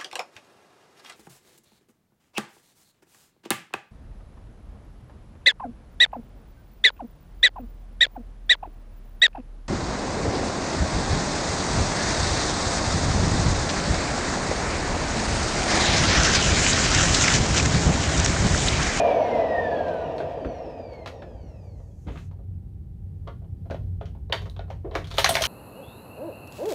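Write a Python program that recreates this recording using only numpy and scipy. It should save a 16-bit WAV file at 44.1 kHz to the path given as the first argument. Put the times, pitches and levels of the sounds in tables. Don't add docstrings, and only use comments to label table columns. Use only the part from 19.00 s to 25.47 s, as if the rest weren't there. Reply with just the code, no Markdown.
import sys
import numpy as np
from scipy import signal
from scipy.fft import rfft, irfft
from scipy.io import wavfile

SR = 44100
rng = np.random.default_rng(int(sys.argv[2]) if len(sys.argv) > 2 else 0)


def file_out(sig):
    cols = np.atleast_2d(sig).T
    lim = np.clip(cols, -1, 1)
    pcm = np.round(lim * 32767).astype(np.int16)
    wavfile.write(sys.argv[1], SR, pcm)


def makeup_ratio(level_db):
    decades = np.asarray(level_db, float) / 20
    return 10 ** decades


N = 285327
TIME = np.arange(N) / SR


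def rms_one(x):
    return x / np.sqrt(np.mean(x ** 2) + 1e-20)


def in_time(rows):
    s, *columns = np.transpose(rows)
    return [np.interp(TIME, s, column) for column in columns]


def at_hz(points, hz):
    return np.interp(np.log(hz), np.log(np.array(points)[:, 0]), np.array(points)[:, 1])


def drift(rate):
    r = np.exp(-80 * np.pi * rate / SR)
    slow = signal.lfilter([1], [1, -2 * r, r * r], rng.standard_normal(N // 40 + 2002))
    slow = slow[2000:]
    return np.interp(np.arange(N) / 40, np.arange(len(slow)), rms_one(slow))


def coloured(spectrum):
    hz = np.maximum(np.fft.rfftfreq(N, 1 / SR), 1)
    inside = (hz > spectrum[0][0]) & (hz < spectrum[-1][0])
    noise = rfft(rng.standard_normal(N))
    return rms_one(irfft(noise * makeup_ratio(at_hz(spectrum, hz)) * inside, N))


def ring(clicks, hz, t60):
    r, w = makeup_ratio(-60 / (t60 * SR)), 2 * np.pi * hz / SR
    return signal.lfilter([0, np.sin(w)], [1, -2 * r * np.cos(w), r * r], clicks + 1e-18)


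def grains(per_s, spread_db):
    sizes = makeup_ratio(spread_db * np.minimum(rng.exponential(1, N), 3.5))
    sizes = sizes * rng.choice([-1, 1], N)
    return rms_one(sizes * (rng.random(N) < per_s / SR))


# (frequency [Hz], density [dB per Hz])
RUMBLE_SPECTRUM = [(13, -62), (22, -9), (38, -6), (92, 0), (121, -8.5), (159, -8), (227, -21.5), (306, -27),
                   (382, -29), (426, -33), (737, -46.5), (801, -47), (1140, -55.5), (4510, -64.5),
                   (7000, -68.5), (9000, -64.5), (11000, -67.5), (13000, -65), (16400, -67)]
# (time [s], level [dB])
RUMBLE_COURSE = [
    (0, -41),
    (1.7, -44),
    (3.3, -37.5),
    (4.3, -36),
    (4.74, -33.5),
    (5.4, -36),
    (6.47, -34.5),
]
# (frequency [Hz], width [Hz], level against the rumble [dB])
ROOM_MODES = [(54.6, 5.2, -6.5), (91.7, 4, -4)]
# (frequency [Hz], level [dB])
FAR_HUM = [(791, -73)]


def background():
    out = coloured(RUMBLE_SPECTRUM)
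    for hz, width, db in ROOM_MODES:
        mode = ring(rng.standard_normal(N), hz, 2.2 / width)
        out += makeup_ratio(db) * rms_one(mode)
    out *= makeup_ratio(in_time(RUMBLE_COURSE)[0] - 1.5 + 0.54 * drift(2.6))
    for hz, db in FAR_HUM:
        out += makeup_ratio(db + 1.2 * drift(3.0)) * np.sin(2 * np.pi * hz * TIME)
    return out


START_TURNS = 273.5
FRICTION, DRAG = 49.3, 18.8
DRAG_POWER = 1.5


def coasting():
    turns = [START_TURNS]
    for _ in range(N // 441):
        braking = FRICTION + DRAG * (turns[-1] / 100) ** DRAG_POWER
        turns.append(max(turns[-1] - braking / 100, 10))
    return np.interp(TIME, np.arange(len(turns)) / 100, turns)


# (start level [dB], loss [dB per dB of speed], extra loss [dB per dB squared])
AIR_LAWS = [
    (-35, 1.0, 0.035),
    (-23.5, 1.68, 0.03),
    (-21.5, 1.3, 0.2),
    (-36.5, 2.5, .001),
    (-63.5, 2.5, -0.1),
]
# (frequency [Hz], density [dB per Hz])
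LOW_ROAR_SPECTRUM = [(82, -30), (140, -7.5), (188, -10.5), (241, -1.5), (338, -2), (372, -7.5), (430, -3),
                     (560, -21), (950, -120)]
# (frequency [Hz], density [dB per Hz])
ROAR_SPECTRUM = [(240, -29.5), (400, -17.5), (437, -4.5), (500, -2), (596, -3.5), (690, -7), (855, -15),
                 (930, -16), (981, -20), (1070, -31.5), (1180, -23), (1300, -35), (1690, -66.5),
                 (2860, -120)]
# (frequency [Hz], density [dB per Hz])
OUTLET_SPECTRUM = [(540, -30), (610, -6), (665, -1), (730, -6), (790, -21.5), (880, -24.5), (950, -15.5),
                   (1010, -24), (1100, -45.5)]
# (frequency [Hz], density [dB per Hz])
HISS_SPECTRUM = [(590, -38.5), (1000, 1.5), (1070, -7), (1170, -10), (1410, -10), (1900, -6), (2070, -18),
                 (2460, -8.5), (2840, -13.5), (4480, -24.5), (5840, -29), (6800, -46), (8840, -74),
                 (15000, -120)]
# (frequency [Hz], density [dB per Hz])
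THIN_HISS_SPECTRUM = [(3820, -23), (6500, -4), (8060, -12), (15100, -24.5), (16000, -25)]
# (frequency [Hz], level [dB])
DUCT_RESPONSE = [(1100, -88), (1380, -68.5), (1480, -45.5), (1620, -40.5), (1760, -39), (1860, -29.5),
                 (1930, -38.5), (2230, -47), (2460, -31)]
# (time [s], level [dB])
BRUSH_CONTACT = [
    (0, -60),
    (.4, -77),
    (.75, -78),
    (1, -72),
    (2.2, -70),
    (2.5, -73),
    (2.75, -80),
    (2.9, -85),
    (3.03, -88),
    (3.1, -105),
]
# (order [cycles per turn], level [dB])
COMMUTATOR_ORDERS = [(24, 6.5), (36, -5), (48, 0.5), (60, -15.5), (72, -6), (84, -21), (96, -4), (108, -27),
                     (120, -8), (132, -16), (144, -8), (168, -17)]
# (frequency [Hz], level [dB])
CASING_RESPONSE = [(1500, -9), (1950, -1), (2200, 5), (2700, -1.5), (3500, -4.5), (4100, 1.5), (4400, 9),
                   (5200, 5), (5900, 3), (6300, -10.5), (6900, -17.5), (12000, -37)]
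BLADES = 9
UNBALANCE_DB = -5
STOP_S = 3.3
OVERTONE_DB, OVERTONE_HZ, OVERTONE_OCTAVES = -59, 3300, 0.2


def motor():
    turns = coasting()
    slowed_db = 20 * np.log10(START_TURNS / turns)
    levels = [db - law * slowed_db - bend * slowed_db ** 2 for db, law, bend in AIR_LAWS]
    low_db, roar_db, outlet_db, hiss_db, thin_db = levels
    angle = 2 * np.pi * np.cumsum(turns) / SR

    low = coloured(LOW_ROAR_SPECTRUM) + makeup_ratio(UNBALANCE_DB) * np.sin(angle)
    roar = coloured(ROAR_SPECTRUM) + makeup_ratio(outlet_db - roar_db) * coloured(OUTLET_SPECTRUM)
    hiss = makeup_ratio(hiss_db) * coloured(HISS_SPECTRUM) + makeup_ratio(thin_db) * coloured(THIN_HISS_SPECTRUM)
    air = makeup_ratio(low_db + 1.9 * drift(17.0)) * low
    air += makeup_ratio(roar_db + 0.8 * drift(9.0)) * roar
    air += makeup_ratio(drift(9.9)) * hiss

    blade_hz = BLADES * turns
    blade_db = at_hz(DUCT_RESPONSE, blade_hz)
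    blade_db = blade_db + 40 * np.log10(np.minimum(blade_hz / DUCT_RESPONSE[0][0], 1))
    overtone_db = OVERTONE_DB - (np.log2(2 * blade_hz / OVERTONE_HZ) / OVERTONE_OCTAVES) ** 2
    tones = makeup_ratio(blade_db + 2.5 * drift(28.0)) * np.sin(BLADES * angle + 0.3 * drift(40.0))
    tones += makeup_ratio(overtone_db + 3 * drift(20.0)) * np.sin(2 * BLADES * angle + 0.5 * drift(40.0))

    on = slice(int(STOP_S * SR))
    brush_db, = in_time(BRUSH_CONTACT)
    for order, db in COMMUTATOR_ORDERS:
        hz = order * turns[on]
        level_db = brush_db[on] + db + at_hz(CASING_RESPONSE, hz) + 2.5 * drift(25.0)[on]
        uneven = angle[on] + 0.012 * drift(60.0)[on]
        tones[on] += makeup_ratio(level_db) * np.sin(order * uneven) * (hz < 0.45 * SR)
    running = np.clip((STOP_S - TIME) / 0.096, 0, 1)
    return air * running, tones * running


# (frequency [Hz], t60 [s])
ROOM_DECAY = [(300, 0.3), (1000, 0.2), (3000, 0.25), (8000, 0.26), (15000, 0.32)]
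ROOM_DB = -5.5


def room(x):
    t, tail = TIME[:SR // 2], 0
    edges = 150 * 2 ** np.arange(0, 7.2, 1)
    for low, high in zip(edges, edges[1:]):
        octave = signal.butter(2, [low, high], "band", fs=SR, output="sos")
        band = signal.sosfilt(octave, rng.standard_normal(len(t)))
        tail = tail + band * makeup_ratio(-60 * t / at_hz(ROOM_DECAY, np.sqrt(low * high)))
    tail = tail * np.clip((t - 0.004) / 0.0038, 0, 1)
    return makeup_ratio(ROOM_DB) * signal.fftconvolve(x, tail / np.sqrt(np.sum(tail ** 2)))[:N]


COLOUR_CORNERS = [600, 1400, 3300, 8000]


def colour(hz, hollow_db, top_db):
    hollow_share = at_hz(list(zip(COLOUR_CORNERS, [1, 0, 0, 0])), hz)
    top_share = at_hz(list(zip(COLOUR_CORNERS, [0, 0, 0, 1])), hz)
    return hollow_db * hollow_share + top_db * top_share


# (frequency [Hz], level [dB], t60 [s])
CUP_MODES = [(366.5, -9.5, 0.21), (422.5, 5, 0.024), (551, 2, 0.019), (633, -1.5, 0.044), (707, 2.5, 0.032),
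             (871, 3, 0.013), (1030, -7.5, 0.019), (1199, 1, 0.012), (1340, 3.5, 0.0087),
             (1615, -15, 0.016), (1850, 2, 0.0047), (2177, -0.5, 0.0068), (2600, -1.5, 0.0073),
             (3000, -4, 0.0089), (3300, -3, 0.0056), (3700, -0.5, 0.013), (4137, 1.5, 0.014),
             (4550, -3.5, 0.024), (5300, 1, .006), (5850, 2.5, 0.0062), (6660, 2, 0.0055),
             (8400, -9, 0.002), (9120, 0, 0.0023), (9900, -6, 0.0018), (11600, -6.5, 0.0011),
             (12230, -6, 0.0018), (14300, -4.5, .0015)]
# (time [s], peak [dB], hollow body [dB], bright top [dB], pitch of spot struck [Hz])
HANDLING_KNOCKS = [(0.8824, -36, -13, -24.5, 1560), (0.9394, -44.5, 9, -12.5, 930),
                   (1.1647, -45.5, 12, -8, 900), (1.182, -33, -14, -26, 980),
                   (1.2022, -34.5, 19, -32, 1550), (1.4481, -37.5, 12, -58, 1280),
                   (1.932, -46, -11, -17, 910), (2.0601, -26.5, -1.5, -29, 934),
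                   (2.0744, -32.5, -24, -18, 915), (2.2214, -37, 12.5, -48, 1610),
                   (2.8, -62, 26, -40, 1020), (3.07, -50, 11.5, -40, 1420), (3.1577, -46, 7, -44, 1340),
                   (3.1725, -40.5, -35, -30, 910), (3.3131, -58, 20, -15, 900), (3.3894, -67, 27, -13, 970)]
# (time [s], peak [dB], hollow body [dB], bright top [dB], pitch of spot [Hz])
FINGER_TAPS = [(4.269, -52.5, 16, -51, 820), (4.2756, -35, 3.5, -68, 1200), (4.419, -71, 33, -17, 1050),
               (4.444, -70, 24, -27, 950), (4.6566, -57.5, 20.5, -26, 960),
               (4.7005, -42.5, 18.5, -35, 1340), (4.7083, -33.5, 11, -23, 1540), (4.7444, -39, 7, -44, 890),
               (5.011, -41.5, 14, -48, 1275), (5.0564, -44.5, -25, -16, 3000),
               (5.1497, -58.5, 15, -37, 870), (5.298, -45, 20.5, -37, 1070), (5.3256, -13, -5, -24.5, 1030),
               (5.4194, -45.5, 14.5, -7, 970), (5.457, -38, 4.5, -21, 1090), (5.5638, -44, 5, -25, 934),
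               (5.5933, -38.5, 9.5, -54, 1423), (5.681, -60, 25, -25, 1290), (5.7021, -37.5, 14, -21, 1760),
               (5.9115, -43, 16, -49, 1010), (5.9525, -21.5, 8.5, -19, 1160), (5.9974, -46, -17, -23, 1020)]
# (time [s], peak [dB], hollow body [dB], bright top [dB], pitch of spot [Hz])
CRUMB_TUMBLE = [(5.498, -64, -23, 14, 3840), (6.044, -39.5, -35, -10, 3300), (6.072, -39, -26, -8, 3900),
                (6.1055, -37.5, -6, -10, 3850), (6.1133, -30.5, -3, -21.5, 3490),
                (6.141, -37, 5, -10, 3700), (6.17, -32, -29, -2, 2600), (6.1828, -13, -5, -8.5, 3580),
                (6.193, -22, -31, -4, 1700), (6.244, -6, -17, -12.5, 1974), (6.2622, -12, -19, -32, 1720),
                (6.2916, -16.5, -2, 2.5, 3250), (6.353, -12, -20, -7, 2390), (6.369, -25, -2, -24, 2140),
                (6.4093, -27.5, 5.5, 0, 2930), (6.4197, -18, -9, -0.5, 3260),
                (6.438, -12.5, -42, -13.5, 3000), (6.4531, -20, -18, -8, 3300),
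                (6.1936, -24.5, -24, 4, 3000), (6.204, -32, -20, 0, 2000), (6.276, -24, -20, -23, 4250),
                (6.342, -29, -15, 2, 3990), (6.4237, -24, -20, -5, 5510)]
PATTER_T60 = [
    0.091,
    0.1,
    0.06,
]
# (peak time [s], level [dB], swell [s], hollow body [dB], bright top [dB])
CRUMB_SLIDES = [(3.083, -30.5, 0.013, 11, -50), (3.161, -42, 0.15, 1, -34), (3.19, -45, 0.019, -8, -5.5),
                (5.851, -49.5, 0.012, 36.5, -35), (5.895, -70.5, 0.035, 5, -33),
                (5.944, -31, 0.02, 13, -34), (6.03, -61, 0.27, 1, -5.5), (6.16, -41, 0.067, -11, -4.5),
                (6.185, -14, .013, -20, -23), (6.27, -34, 0.11, -13, -2.5), (6.358, -23, 0.18, 5.5, -4),
                (6.43, -32, 0.045, -8, -2), (6.46, -20, 0.03, -6, 1)]
PATTER_SHRINK = 0.068
SLIDE_FALL_S = 0.071
WALL_CYCLES = 22.0


def cup():
    s, peak_db, hollow_db, top_db, favoured_hz = np.transpose(HANDLING_KNOCKS + FINGER_TAPS + CRUMB_TUMBLE)
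    kind = np.repeat(range(3), [len(HANDLING_KNOCKS), len(FINGER_TAPS), len(CRUMB_TUMBLE)])
    at, out = np.round(s * SR).astype(int), np.zeros(N)
    slow = TIME[::32]

    patter_s = np.take(PATTER_T60, kind) * makeup_ratio(-PATTER_SHRINK * (peak_db + 31.0))
    after = slow - s[:, None]
    patter = makeup_ratio(-60 * after.clip(0) / np.clip(patter_s, 0.02, 0.5)[:, None])
    patter = patter * np.clip(after / 0.0015, 0, 1)

    peak_s, slide_db, swell, body_db, bright_db = np.transpose(CRUMB_SLIDES)
    off, swell = slow - peak_s[:, None], swell[:, None]
    stroke = makeup_ratio(-20 * np.maximum(-off / swell, off / SLIDE_FALL_S)) * (off > -2 * swell)

    crumbs = 0.9 * grains(800.0, spread_db=4.5) + grains(9000.0, spread_db=4.0)
    for k, (hz, db, t60) in enumerate(CUP_MODES):
        t60 = min(t60, WALL_CYCLES / hz)
        favour_db = 13.8 * np.exp(-(np.log2(hz / favoured_hz) / 0.14) ** 2)
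        luck = rng.standard_normal((len(at), 2))
        blow = makeup_ratio(peak_db + colour(hz, hollow_db, top_db) + favour_db + 3.0 * luck[:, 0])
        shaken = makeup_ratio(-37.0) * blow @ patter
        shaken += makeup_ratio(slide_db + colour(hz, body_db, bright_db) - 45.0) @ stroke
        own_crumbs = np.roll(crumbs, 3001 * (k // 2))
        clicks = np.interp(TIME, slow, shaken) * own_crumbs * np.sqrt(0.011 / t60)
        clicks[at] += makeup_ratio(-11.5 + 2.0 * np.log2(hz / 2000)) * blow * np.sign(luck[:, 1])
        soft = signal.butter(2, min(3.4 * hz, 18000), fs=SR)
        out += makeup_ratio(db) * signal.lfilter(*soft, ring(clicks, hz, t60))
    return out


# (time [s], peak [dB], frequency [Hz])
CRUMB_PINGS = [(4.445, -60, 3000), (4.707, -51, 4800), (5.011, -57, 3300), (5.298, -41.5, 3900),
               (5.327, -10, 3620), (5.324, -10.5, 3030), (5.498, -33, 3870), (5.565, -37, 3500),
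               (5.593, -31, 3670), (5.912, -41, 3900), (6.17, -36, 2600), (6.173, -37, 4100),
               (6.183, -7.5, 3140), (6.245, -3, 4100), (6.245, -6, 6140), (6.438, -9.5, 3350),
               (6.445, -22.5, 3000), (6.4535, -10, 3000), (6.422, -14, 3250), (6.423, -14, 6200),
               (6.155, -40, 6500), (6.141, -39, 7300), (6.113, -34, 3360), (6.046, -38, 3300),
               (6.194, -18, 3400), (6.367, -13, 3500)]
# (time [s], peak [dB], frequency [Hz], t60 [s])
LATCH_TONES = [(1.181, -38.5, 4360, 0.018), (2.91, -76, 3300, .15), (5.329, -25.5, 4550, 0.033),
               (5.35, -36.5, 4650, 0.04), (6.294, -28, 8400, 0.034), (6.304, -23, 8250, 0.035),
               (6.318, -30, 8200, .03), (6.292, -28, 9900, 0.03), (6.303, -27, 9950, 0.033),
               (6.316, -34, 9800, 0.03), (6.3, -21, 12880, .008)]
# (time [s], peak [dB], frequency [Hz], t60 [s])
CAVITY_BOOMS = [(3.077, -26, 51, 0.34), (4.273, -35, 1090, 0.026), (4.28, -35, 1250, 0.02),
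                (4.282, -33, 580, 0.034), (4.745, -20.5, 587, 0.024), (4.746, -40, 1000, .015),
                (5.012, -42, 770, .02), (5.298, -42, 674, 0.016), (5.458, -37.5, 1090, 0.019),
                (5.593, -25, 710, 0.021), (5.703, -23.5, 610, 0.028), (5.845, -24, 348, 0.089),
                (5.954, -24, 1010, 0.029), (6.176, -21, 1440, 0.0067), (6.183, -13.5, 576, 0.024),
                (6.187, -10.5, 890, 0.02), (6.246, -7.5, 778, 0.029), (6.244, -9, 1130, .02),
                (5.013, -45, 1240, 0.046), (4.702, -44, 1450, .025), (4.717, -33, 1550, 0.025),
                (6.261, -9, 1660, 0.022), (6.308, -15, 666, 0.043), (1.204, -31, 1570, 0.027),
                (2.061, -39, 930, 0.022), (2.221, -39.5, 1620, .03), (4.709, -27, 640, .03),
                (6.368, -19, 893, 0.057), (6.388, -21, 690, .04), (6.292, -8, 715, 0.031),
                (6.352, -17, 658, 0.057), (6.409, -16.5, 637, 0.072)]
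PING_CYCLES = 30.0
SPRING_S, SPRING_GAP_S, SPRING_T60_S = 1.585, 0.0385, 0.025
SPRING_HZ, SPRING_DB = 4800, -58
RATTLE_DB, RATTLE_PER_S = 4.0, 70.0


def single_parts():
    pings = [(s, db, hz, PING_CYCLES / hz) for s, db, hz in CRUMB_PINGS]
    chatter = [(SPRING_S + SPRING_GAP_S * k, SPRING_DB, SPRING_HZ, SPRING_T60_S) for k in range(5)]
    out, flutter_db = np.zeros(N), RATTLE_DB * drift(RATTLE_PER_S)
    for s, db, hz, t60 in pings + LATCH_TONES + CAVITY_BOOMS + chatter:
        i = round(s * SR)
        t = TIME[:min(SR // 4, N - i)]
        level_db = db - 60 * t / t60 + flutter_db[i:i + len(t)] * np.clip(t / 0.018, 0, 1)
        onset = np.sin(np.pi / 2 * np.clip(t * hz / 1.33, 0, 1)) ** 2
        out[i:i + len(t)] += makeup_ratio(level_db) * np.sin(2 * np.pi * hz * t) * onset
    return out


# (time [s], peak [dB], t60 [s])
CARPET_THUDS = [
    (1.45, -20.5, 0.2),
    (2.224, -38.5, 0.25),
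    (3.064, -26.5, 0.36),
    (4.702, -28.5, 0.25),
    (6.288, -27.5, 0.4),
]


def thuds():
    shape = np.zeros(N)
    for s, db, t60 in CARPET_THUDS:
        fall = makeup_ratio(db - 6.0 - 60 * (TIME - s).clip(0) / t60)
        shape += fall * np.clip((TIME - s) / 0.0073, 0, 1)
    return shape * coloured([(30, -23), (55, 13.5), (110, 0.0), (250, 8.5), (500, -6.5)])


CUP_LOW_HZ = 330.0
PARTS_WET_DB = -4


def scene():
    air, whines = motor()
    parts = single_parts()
    low_cut = signal.butter(4, CUP_LOW_HZ, "high", fs=SR, output="sos")
    near = signal.sosfilt(low_cut, cup()) + whines
    reflected = room(near + makeup_ratio(PARTS_WET_DB) * parts)
    return (air + near + parts + reflected + thuds() + background())[None]


def band_limit(x):
    return signal.sosfilt(signal.butter(12, 16510, fs=SR, output="sos"), x)


def record(dry):
    x = signal.sosfilt(signal.butter(3, 40.0, "high", fs=SR, output="sos"), dry)
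    x = 1.3 * np.tanh(x / 1.3)
    x = signal.sosfilt(signal.cheby2(10, 50, 16500, fs=SR, output="sos"), x)
    return band_limit(x)


dry = scene()
out = record(dry)
file_out(out)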